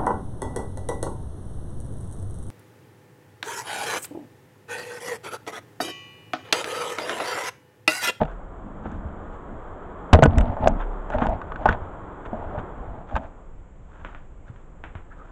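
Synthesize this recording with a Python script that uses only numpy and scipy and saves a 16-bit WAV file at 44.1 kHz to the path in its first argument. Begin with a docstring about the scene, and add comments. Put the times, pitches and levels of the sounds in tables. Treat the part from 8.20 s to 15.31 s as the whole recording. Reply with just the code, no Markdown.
"""A kitchen, where a hand-held camera is carried and lowered in front of a tumble dryer.
Its plastic case is knocked twice, hard enough to overload the microphone: shell and panels ring,
seams snap, the loose cover rattles. The grip shifts; fingers slide, judder, squeak and tap.
Once it is held still, a few light plastic clicks sound in the room, over a low room tone and hiss."""
import sys
import numpy as np
from scipy import signal
from scipy.fft import rfft, irfft, next_fast_len
from scipy.io import wavfile

SR = 44100
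rng = np.random.default_rng(int(sys.argv[2]) if len(sys.argv) > 2 else 0)


def persist_wave(psi):
    """Save psi, clipped to +-1, as 16-bit WAV."""
    counts = np.round(np.clip(psi, -1, 1) * 32767).astype(np.int16)
    wavfile.write(sys.argv[1], SR, np.atleast_2d(counts).T)


N = 313551
TIME = np.arange(N) / SR
BRIEF = TIME[:SR // 8]   # the life of one contact


def from_db(db):
    return 10 ** (np.asarray(db) / 20)

def rms_one(x):
    return x / np.sqrt(np.mean(x ** 2) + 1e-20)

def peak_one(x):
    return x / np.abs(signal.hilbert(x)).max()

def add(out, start_s, sound):
    i = int(np.clip(round(start_s * SR), 0, N - 1))
    out[i:i + len(sound)] += sound[:N - i]

def fade(t, t60_s):
    return np.exp(-np.log(1000) * t / t60_s)

def ring(t, hz, t60_s):
    return np.sin(2 * np.pi * hz * t) * fade(t, t60_s)

def colour(x, spectrum):
    """Minimum-phase filter from rows of (Hz, dB), falling 30 dB per octave beyond the ends."""
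    size = 2 * next_fast_len(len(x))
    hz, db = np.transpose(spectrum)
    bin_hz = np.maximum(np.arange(size // 2 + 1) * SR / size, 1)
    octave, knots = np.log2(bin_hz), np.log2(hz)
    octaves_outside = np.abs(octave - np.clip(octave, knots[0], knots[-1]))
    gain_db = np.interp(octave, knots, db) - 30 * octaves_outside
    cepstrum = irfft(np.log(from_db(gain_db)))
    cepstrum[1:size // 2] *= 2
    cepstrum[size // 2 + 1:] = 0
    return irfft(rfft(x, size) * np.exp(rfft(cepstrum)))[:len(x)]

def drift(rate_hz):
    """Straight lines between random values of spread 1."""
    knots = rng.standard_normal(4000)
    return np.interp(TIME * rate_hz, np.arange(len(knots)), knots)

def noise(spectrum):
    return rms_one(colour(rng.standard_normal(N), spectrum))

def friction(spectrum, slips_per_s, spread_db):
    """Tiny slips of uneven size, heard through the case; rms 1."""
    sizes = from_db(spread_db * np.minimum(rng.exponential(1, N), 4))
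    signs = rng.choice([-1, 1], N)
    slipping = rng.random(N) < slips_per_s / SR
    return rms_one(colour(sizes * signs * slipping, spectrum))

def swell(peak_s, width_s):
    """Envelope of a stroke that sets in faster than it lets go."""
    side_s = width_s * np.where(TIME < peak_s, .7, 1.25)
    return np.exp(-.5 * ((TIME - peak_s) / side_s) ** 2)

def burst(spectrum, t60_s, chatter):
    """One sharp contact followed by fine chatter; peak 1."""
    force = chatter * rng.standard_normal(len(BRIEF)) * fade(BRIEF, t60_s)
    force[0] += 1
    return peak_one(colour(force, spectrum))

def struck(modes, spread_db):
    """Each blow gives every mode a strength of its own."""
    return sum(from_db(db + spread_db * rng.standard_normal()) * ring(BRIEF, hz, t60_s)
               for hz, db, t60_s in modes)


# Room tone and hiss spectra. Each row: frequency in Hz, relative level in dB.
ROOM_SPECTRUM = [(18, 3.5), (43, -5.5), (95, -24.5), (170, -21), (260, -27), (480, -28.5), (1100, -43.5),
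                 (2000, -44.5), (3200, -54), (4300, -66.5), (5500, -71)]
HISS_SPECTRUM = [(4000, -34.5), (5500, -8.5), (6400, -0.5), (7200, 10.5), (7900, 6), (8700, -8.5),
                 (10000, -25), (15000, -44.5)]

def background(room_db=-42.5, hiss_db=-77.5):
    """Steady low room tone under a faint, flickering hiss."""
    room = from_db(room_db) * noise(ROOM_SPECTRUM)
    hiss = from_db(hiss_db + .6 * drift(10)) * noise(HISS_SPECTRUM)
    return room + hiss


# Light clicks across the room. Each row: start in seconds, relative peak in dB.
CLICKS = [(5.8485, -21), (5.9485, -27), (6.361, -39.5), (6.639, -22.5), (6.7531, -27)]
# Their spectrum. Each row: frequency in Hz, relative level in dB.
CLICK_SPECTRUM = [(150, 5.5), (430, -1), (860, 2), (1500, 1.5), (2200, -5), (3500, -15.5), (4700, -43),
                  (7400, -32.5), (9000, -60.5)]

def room_clicks(gain_db=.5, early_db=-36, tail_db=-31):
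    """A direct click, close reflections off floor and cupboards, then the kitchen's short tail."""
    out, t = np.zeros(N), TIME[:SR // 2]
    reflections = from_db(early_db) * fade(t, t60_s=.053) + from_db(tail_db) * fade(t, t60_s=.34)
    for start_s, db in CLICKS:
        path = rng.standard_normal(len(t)) * reflections
        path[0] += 1
        add(out, start_s, from_db(db + gain_db) * peak_one(colour(path, CLICK_SPECTRUM)))
    return out


# The hand sliding on the case. Each row: time in seconds, relative level in dB.
SLIDE_LEVELS = [(0.0, -50), (0.3, -51), (1.15, -47.5), (1.58, -47.5), (2.04, -44.5), (3.6, -45.5),
                (3.98, -47), (4.39, -44.5), (4.63, -48), (4.89, -55.5), (5.21, -58), (5.37, -65),
                (5.62, -66.5), (5.82, -62.5), (6.24, -66), (6.69, -62), (6.81, -63), (7.11, -59.5)]
# The grip tightening. Each row: start in seconds, hold in seconds, level in dB.
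PRESSES = [(0, 0.011, -23.5), (1.97, 0.36, -32), (2.425, 0.072, -26.5), (2.946, 0.2, -31.5),
           (3.404, 0.15, -37.5), (4.166, 0.25, -41.5), (4.576, 0.24, -43.5), (4.926, .12, -39.5)]
# Palm drags. Each row: peak time in seconds, relative level in dB, width in seconds.
DRAGS = [(0.462, -39, 0.046), (0.68, -40, 0.083), (0.857, -44, 0.17), (1.323, -41, 0.034),
         (2.152, -27, 0.075), (2.494, -29.5, 0.043), (3.035, -33.5, .06), (4.995, -42, 0.042)]
# Handling spectra. Each row: frequency in Hz, relative level in dB.
SLIDE_SPECTRUM = [(120, -7), (180, 5), (225, -3), (290, 2), (450, 1), (1050, -2), (1400, -6.5), (2300, -26),
                  (2800, -33), (3300, -29.5), (4600, -58)]
JUDDER_SPECTRUM = [(150, -20), (240, 4.5), (370, -25.5), (520, -7), (640, 1.5), (880, -1.5), (1080, -19),
                   (2200, -29.5), (4000, -47)]
RUMBLE_SPECTRUM = [(18, -3.5), (42, -3), (95, -4.5), (135, -13), (200, -24.5), (330, -32.5)]
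DRAG_SPECTRUM = [(110, -28.5), (165, -7.5), (210, 2.5), (250, -6), (300, -4), (400, -29), (700, -17)]

def hand(tremor_db=-50, attack_s=.04, release_t60_s=.17):
    """Skin slides, judders under pressure and drags; all three, plus tremor, make the case rumble."""
    sliding = from_db(np.interp(TIME, *np.transpose(SLIDE_LEVELS)))
    pressing = np.zeros(N)
    for start_s, hold_s, db in PRESSES:
        attack = np.clip(1 + (TIME - start_s) / attack_s, 0, 1)
        release = fade(np.clip(TIME - start_s - hold_s, 0, 1), release_t60_s)
        pressing += from_db(db) * attack * release
    dragging = sum(from_db(db) * swell(peak_s, width_s) for peak_s, db, width_s in DRAGS)
    shake_power = from_db(tremor_db) ** 2 + dragging ** 2
    shake_power += from_db(1) ** 2 * (sliding ** 2 + pressing ** 2)
    slide = sliding * from_db(6.5 + .55 * drift(30)) * noise(SLIDE_SPECTRUM)
    judder = pressing * from_db(1.8 * drift(45))
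    judder *= friction(JUDDER_SPECTRUM, slips_per_s=1000, spread_db=-.5)
    rumble = np.sqrt(shake_power) * from_db(2 * drift(22)) * noise(RUMBLE_SPECTRUM)
    drag = dragging * from_db(-2.5) * noise(DRAG_SPECTRUM)
    return slide + judder + rumble + drag


# Finger scuffs. Each row: peak time in seconds, relative level in dB, width in seconds.
SCUFFS = [(0.09, -53.5, 0.029), (0.655, -51, 0.015), (0.718, -54, 0.026), (1.132, -58, 0.017),
          (2.613, -43, 0.015), (2.932, -40, 0.016), (3.021, -36, 0.017), (3.434, -51, 0.026),
          (3.498, -34.5, 0.022), (4.06, -42, 0.0067), (4.389, -43.5, 0.0086), (4.899, -51.5, 0.025),
          (4.969, -40.5, 0.009), (5.034, -53, 0.02), (5.802, -59, 0.099), (5.913, -69, 0.019),
          (6.28, -59.5, 0.017), (6.363, -70, 0.054), (7.028, -63, 0.095)]
# Spectra of their grit and hissing edge. Each row: frequency in Hz, relative level in dB.
GRIT_SPECTRUM = [(300, 5.5), (800, 9.5), (1550, 10.5), (2100, -5), (3600, -11.5), (4800, -56),
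                 (7300, -30.5), (9000, -73)]
EDGE_SPECTRUM = [(3300, -4.5), (4200, -12), (5200, -18.5), (6900, -6.5), (8200, -18.5), (9200, -32.5)]

def finger_scuffs(grit_db=7, edge_db=-50, edge_exponent=.48):
    """Short strokes of a fingertip: dense grit with a thin hiss on top."""
    strokes = sum(from_db(db) * swell(peak_s, width_s) for peak_s, db, width_s in SCUFFS)
    grit = from_db(grit_db) * friction(GRIT_SPECTRUM, slips_per_s=2000, spread_db=4)
    edge = from_db(edge_db) * friction(EDGE_SPECTRUM, slips_per_s=600, spread_db=3.5)
    return strokes * grit + strokes ** edge_exponent * edge


# Squeaks. Each row: peak time in seconds, pitch in Hz, relative level in dB, length in seconds.
SQUEAKS = [(2.938, 1490, -31, 0.0092), (2.951, 610, -23, 0.01), (3.1, 677, -27, 0.025),
           (4.23, 672, -34.5, 0.027), (4.355, 625, -30.5, 0.025), (6.923, 1323, -45, 0.011),
           (6.925, 1590, -50.5, .025), (7.012, 1240, -49, 0.041)]

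def skin_squeaks(gain_db=-.5, skirt_db=-16.5):
    """Skin sticks and slips on plastic around one pitch: a hoarse, unsteady chirp."""
    out, middle_s = np.zeros(N), BRIEF[-1] / 2
    for peak_s, hz, db, length_s in SQUEAKS:
        band = [(hz / 2, skirt_db - 18), (hz * .88, skirt_db), (hz, 0),
                (hz / .88, skirt_db), (hz * 2, skirt_db - 24)]
        slips = signal.hilbert(colour(rng.standard_normal(len(BRIEF)), band))
        evened = rms_one(slips.real / np.sqrt(np.abs(slips)))   # the grip evens out the slips
        envelope = np.exp(-2 * ((BRIEF - middle_s) / length_s) ** 2)
        add(out, peak_s - middle_s, from_db(db + gain_db) * evened * envelope)
    return out


# Cover tick spectrum. Each row: frequency in Hz, relative level in dB.
TICK_SPECTRUM = [(1200, 3.5), (3300, 4), (4300, -12), (5500, -25)]

def cover_ticks(first_s=2.109, swing_hz=40.8, count=8, level_db=-40.5, spread_db=2.5):
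    """After the hard knocks the loose cover touches its seat once per swing."""
    out = np.zeros(N)
    for start_s in first_s + np.arange(count) / swing_hz:
        gain = from_db(level_db + spread_db * rng.standard_normal())
        add(out, start_s, gain * burst(TICK_SPECTRUM, t60_s=.009, chatter=.33))
    return out


# Short jolts of the case, a few higher rings of the hollow shell, and long, deep sways. Each row: start in
# seconds, pitch in Hz, level in dB.
THUMPS = [(0.011, 182, -22), (0.852, 68, -19), (1.934, 81.4, 8), (2.026, 133, -3), (2.076, 74, -4.5),
          (2.1, 90, -12.5), (2.14, 43.5, -12), (2.174, 70.7, -4), (2.202, 42.5, -6), (2.467, 38.3, -7.5),
          (2.502, 209, -21.5), (3.02, 231, -17.5), (3.084, 40.7, -12.5), (3.483, 41.4, -13),
          (3.505, 90, -16.5), (3.619, 84, -24), (4.129, 221, -22), (4.377, 116, -25), (4.603, 53.5, -24),
          (4.942, 55.2, -14.5), (6.299, 116.4, -29), (6.754, 87, -25.5)]
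SWAYS = [(.03, 39.1, -31), (2.499, 33.44, -19.5)]

def case_thumps(rise_s=.00055, thump_t60_s=.1, sway_t60_s=1.84, fade_out_s=.36):
    """The jolted case swings at a low pitch set by the stiffness of the grip; the few higher thumps near
    180-230 Hz are the hollow shell ringing."""
    out, t = np.zeros(N), TIME[:SR * 3 // 4]
    window = (1 - np.exp(-t / rise_s)) * np.clip((t[-1] - t) / fade_out_s, 0, 1)
    for jolts, t60_s in (THUMPS, thump_t60_s), (SWAYS, sway_t60_s):
        for start_s, hz, db in jolts:
            add(out, start_s, from_db(db) * ring(t, hz, t60_s) * window)
    return out


# Seam snaps. Each row: start in seconds, centre in Hz, peak in dB, chatter T60 in seconds.
SNAPS = [(0.716, 6500, -54.5, 0.033), (1.9328, 7100, -12, 0.0029), (1.935, 3750, -7, 0.0045),
         (2.0361, 7950, -17.5, 0.019), (2.183, 8000, -23, 0.0047), (2.2092, 7300, -38.5, .008),
         (2.4815, 6800, -23.5, 0.007), (2.9, 6800, -49, .03), (3.051, 7200, -54, .01),
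         (3.067, 5900, -40, .007), (3.093, 7300, -50, 0.013), (3.4595, 4170, -31, .004),
         (3.49, 5600, -34, 0.0033), (4.956, 7100, -49, .008), (4.964, 7400, -44, 0.0075)]
# Their base spectrum. Each row: frequency in Hz, relative level in dB.
SEAM_SPECTRUM = [(2500, -5.5), (4500, -5), (7000, -6), (8100, -6), (9300, -31), (12000, -63.5)]

def seam_snaps(slope_db_per_octave=23):
    """A seam lets go with a bright tick centred on its own pitch."""
    out = np.zeros(N)
    for start_s, centre_hz, peak_db, t60_s in SNAPS:
        spectrum = [(hz, db - slope_db_per_octave * abs(np.log2(hz / centre_hz)))
                    for hz, db in SEAM_SPECTRUM]
        add(out, start_s, from_db(peak_db) * burst(spectrum, t60_s, chatter=.4))
    return out


# Stiff panel modes. Each row: frequency in Hz, relative level in dB, T60 in seconds.
PANEL_MODES = [(639, -13, 0.054), (756, -31, 0.045), (967, -30.5, 0.068), (1156, -19, 0.018),
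               (1483, -14.5, 0.042), (1730, -32, 0.06)]

def panels(spot_hz, gain_db=7.5, halving_octaves=.34):
    """Panels tuned near the struck spot answer most."""
    modes = [(hz, db + gain_db - 6 * abs(np.log2(hz / spot_hz)) / halving_octaves, t60_s)
             for hz, db, t60_s in PANEL_MODES]
    return struck(modes, spread_db=1)

def rattle(start_s, t60_s, rebounds=4, first_gap_s=.0056, widening=1.2, crack_db=-13):
    """A knock and the loose cover's fading rebounds. Each row: start in seconds, gain, crack gain."""
    delays_s = np.cumsum(first_gap_s * widening ** np.arange(rebounds))
    gains = fade(delays_s, t60_s)
    return [(start_s, 1, 1), *zip(start_s + delays_s, gains, gains * from_db(crack_db))]


# Knocks and taps on the case. Each row: start in seconds, pitch in Hz,
# relative levels of ring, shell and crack in dB, rattle T60 in seconds.
KNOCKS = [(0.0131, 660, -12.5, -17, -28, .01), (0.0178, 726, -8, -18, -53, .02),
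          (0.032, 1050, -25.5, -37.5, -31.5, .02), (0.051, 880, -38, -32, -35.5, .04),
          (0.656, 764, -20, -27.5, -60, .02), (1.9297, 854, 1.5, -6, -13.5, .01),
          (1.9334, 723, 6.5, -4, -5, .11), (1.973, 780, -18, -32.5, -39, .01),
          (1.9893, 554, -6, -9.5, -27.5, .02), (2.024, 596, 2, -11.5, -36, .01),
          (2.03, 830, 2, -22, -10.5, .02), (2.036, 1305, -2, -10.5, -16, .06),
          (2.0555, 700, -5, -8, -26.5, .01), (2.059, 1000, -5, -19, -23, .02),
          (2.1825, 980, -21.5, -24.5, -22, .015), (2.2093, 917, -33, -30, -27, .01),
          (2.368, 840, -14.5, -46.5, -61, 0.084), (2.442, 660, -11.5, -39, -32, 0.053),
          (2.46, 706, -7, -25, -43, .04), (2.473, 696, 3, -36, -15.5, .025),
          (2.902, 794, -15, -31, -35.5, 0.046), (2.984, 840, -11, -32, -30.5, .03),
          (3.021, 850, -8.5, -20, -46, .04), (3.058, 810, -8.5, -34, -49, .02),
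          (3.068, 934, -15, -23, -26, .02), (3.216, 1140, -17.5, -53.5, -40, .015),
          (3.32, 1130, -15, -38.5, -38, .015), (3.359, 1330, -17.5, -36, -35.5, .015),
          (3.4565, 780, 0.5, -21.5, -25, .01), (3.4592, 855, 1.5, -36.5, -30, .07),
          (3.489, 1350, -2, -20, -20, .03), (3.526, 1300, -14.5, -36, -29.5, .02),
          (3.548, 820, -15.5, -43, -49, .02), (4.131, 683, -18.5, -38.5, -60, .15),
          (4.379, 790, -16, -28.5, -59.5, .03), (4.9545, 1110, -15, -47, -26, .015),
          (4.9637, 860, -7, -31, -24, .05)]
# Hollow shell modes. Each row: frequency in Hz, relative level in dB, T60 in seconds.
SHELL_MODES = [(162.4, -8.5, 0.1), (226, -4, 0.077), (277, 0, .035), (466.6, -1.5, 0.053)]
# Plastic crack spectrum. Each row: frequency in Hz, relative level in dB.
CRACK_SPECTRUM = [(700, -10), (1300, 11), (1700, 6.5), (2100, -0.5), (2900, 0), (3600, -6.5), (4300, -18),
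                  (5100, -27), (7400, -24.5), (9000, -57)]

def case_knocks(ring_cycles=9.35, contact_s=.0011, crack_lag_s=.0009, wander_octaves=.13):
    """The struck spot rings briefly under the hand; shell and panels answer, the plastic cracks."""
    out = np.zeros(N)
    onset = 1 - np.exp(-BRIEF / contact_s)
    for start_s, spot_hz, ring_db, shell_db, crack_db, rattle_t60_s in KNOCKS:
        for hit_s, gain, crack_gain in rattle(start_s, rattle_t60_s):
            is_rebound = hit_s > start_s   # rebounds land a little aside
            hz = spot_hz * 2 ** (wander_octaves * rng.standard_normal() * is_rebound)
            spot = from_db(3.5) * ring(BRIEF, hz, t60_s=ring_cycles / hz)
            ringing = from_db(ring_db) * (spot + panels(hz))
            shell = from_db(shell_db + 2.5) * struck(SHELL_MODES, spread_db=1.5)
            crack = from_db(crack_db + 4) * burst(CRACK_SPECTRUM, t60_s=.023, chatter=.15)
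            add(out, hit_s, gain * (ringing + shell) * onset)
            add(out, hit_s + crack_lag_s, crack_gain * crack)
    return out


def scene():
    """Contacts on the case reach the microphone dry; only the far clicks carry reflections."""
    case = case_knocks() + seam_snaps() + case_thumps() + cover_ticks()
    fingers = hand() + finger_scuffs() + skin_squeaks()
    return (case + fingers + room_clicks() + background())[None]

def record(dry):
    """The microphone fades above its top resonance; the hardest knocks clip at the converter's limit."""
    microphone_hz_db = [(4, 0), (8300, .5), (9200, -8.5), (22000, -7)]
    limit, rolloff_hz, cutoff_hz = .71, 9000, 16000
    clipped = np.clip(colour(dry[0], microphone_hz_db), -limit, limit)
    dulled = signal.sosfilt(signal.butter(2, rolloff_hz, fs=SR, output="sos"), clipped)
    return signal.sosfilt(signal.cheby2(12, 70, cutoff_hz, fs=SR, output="sos"), dulled)[None]


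dry = scene()
out = record(dry)
persist_wave(out)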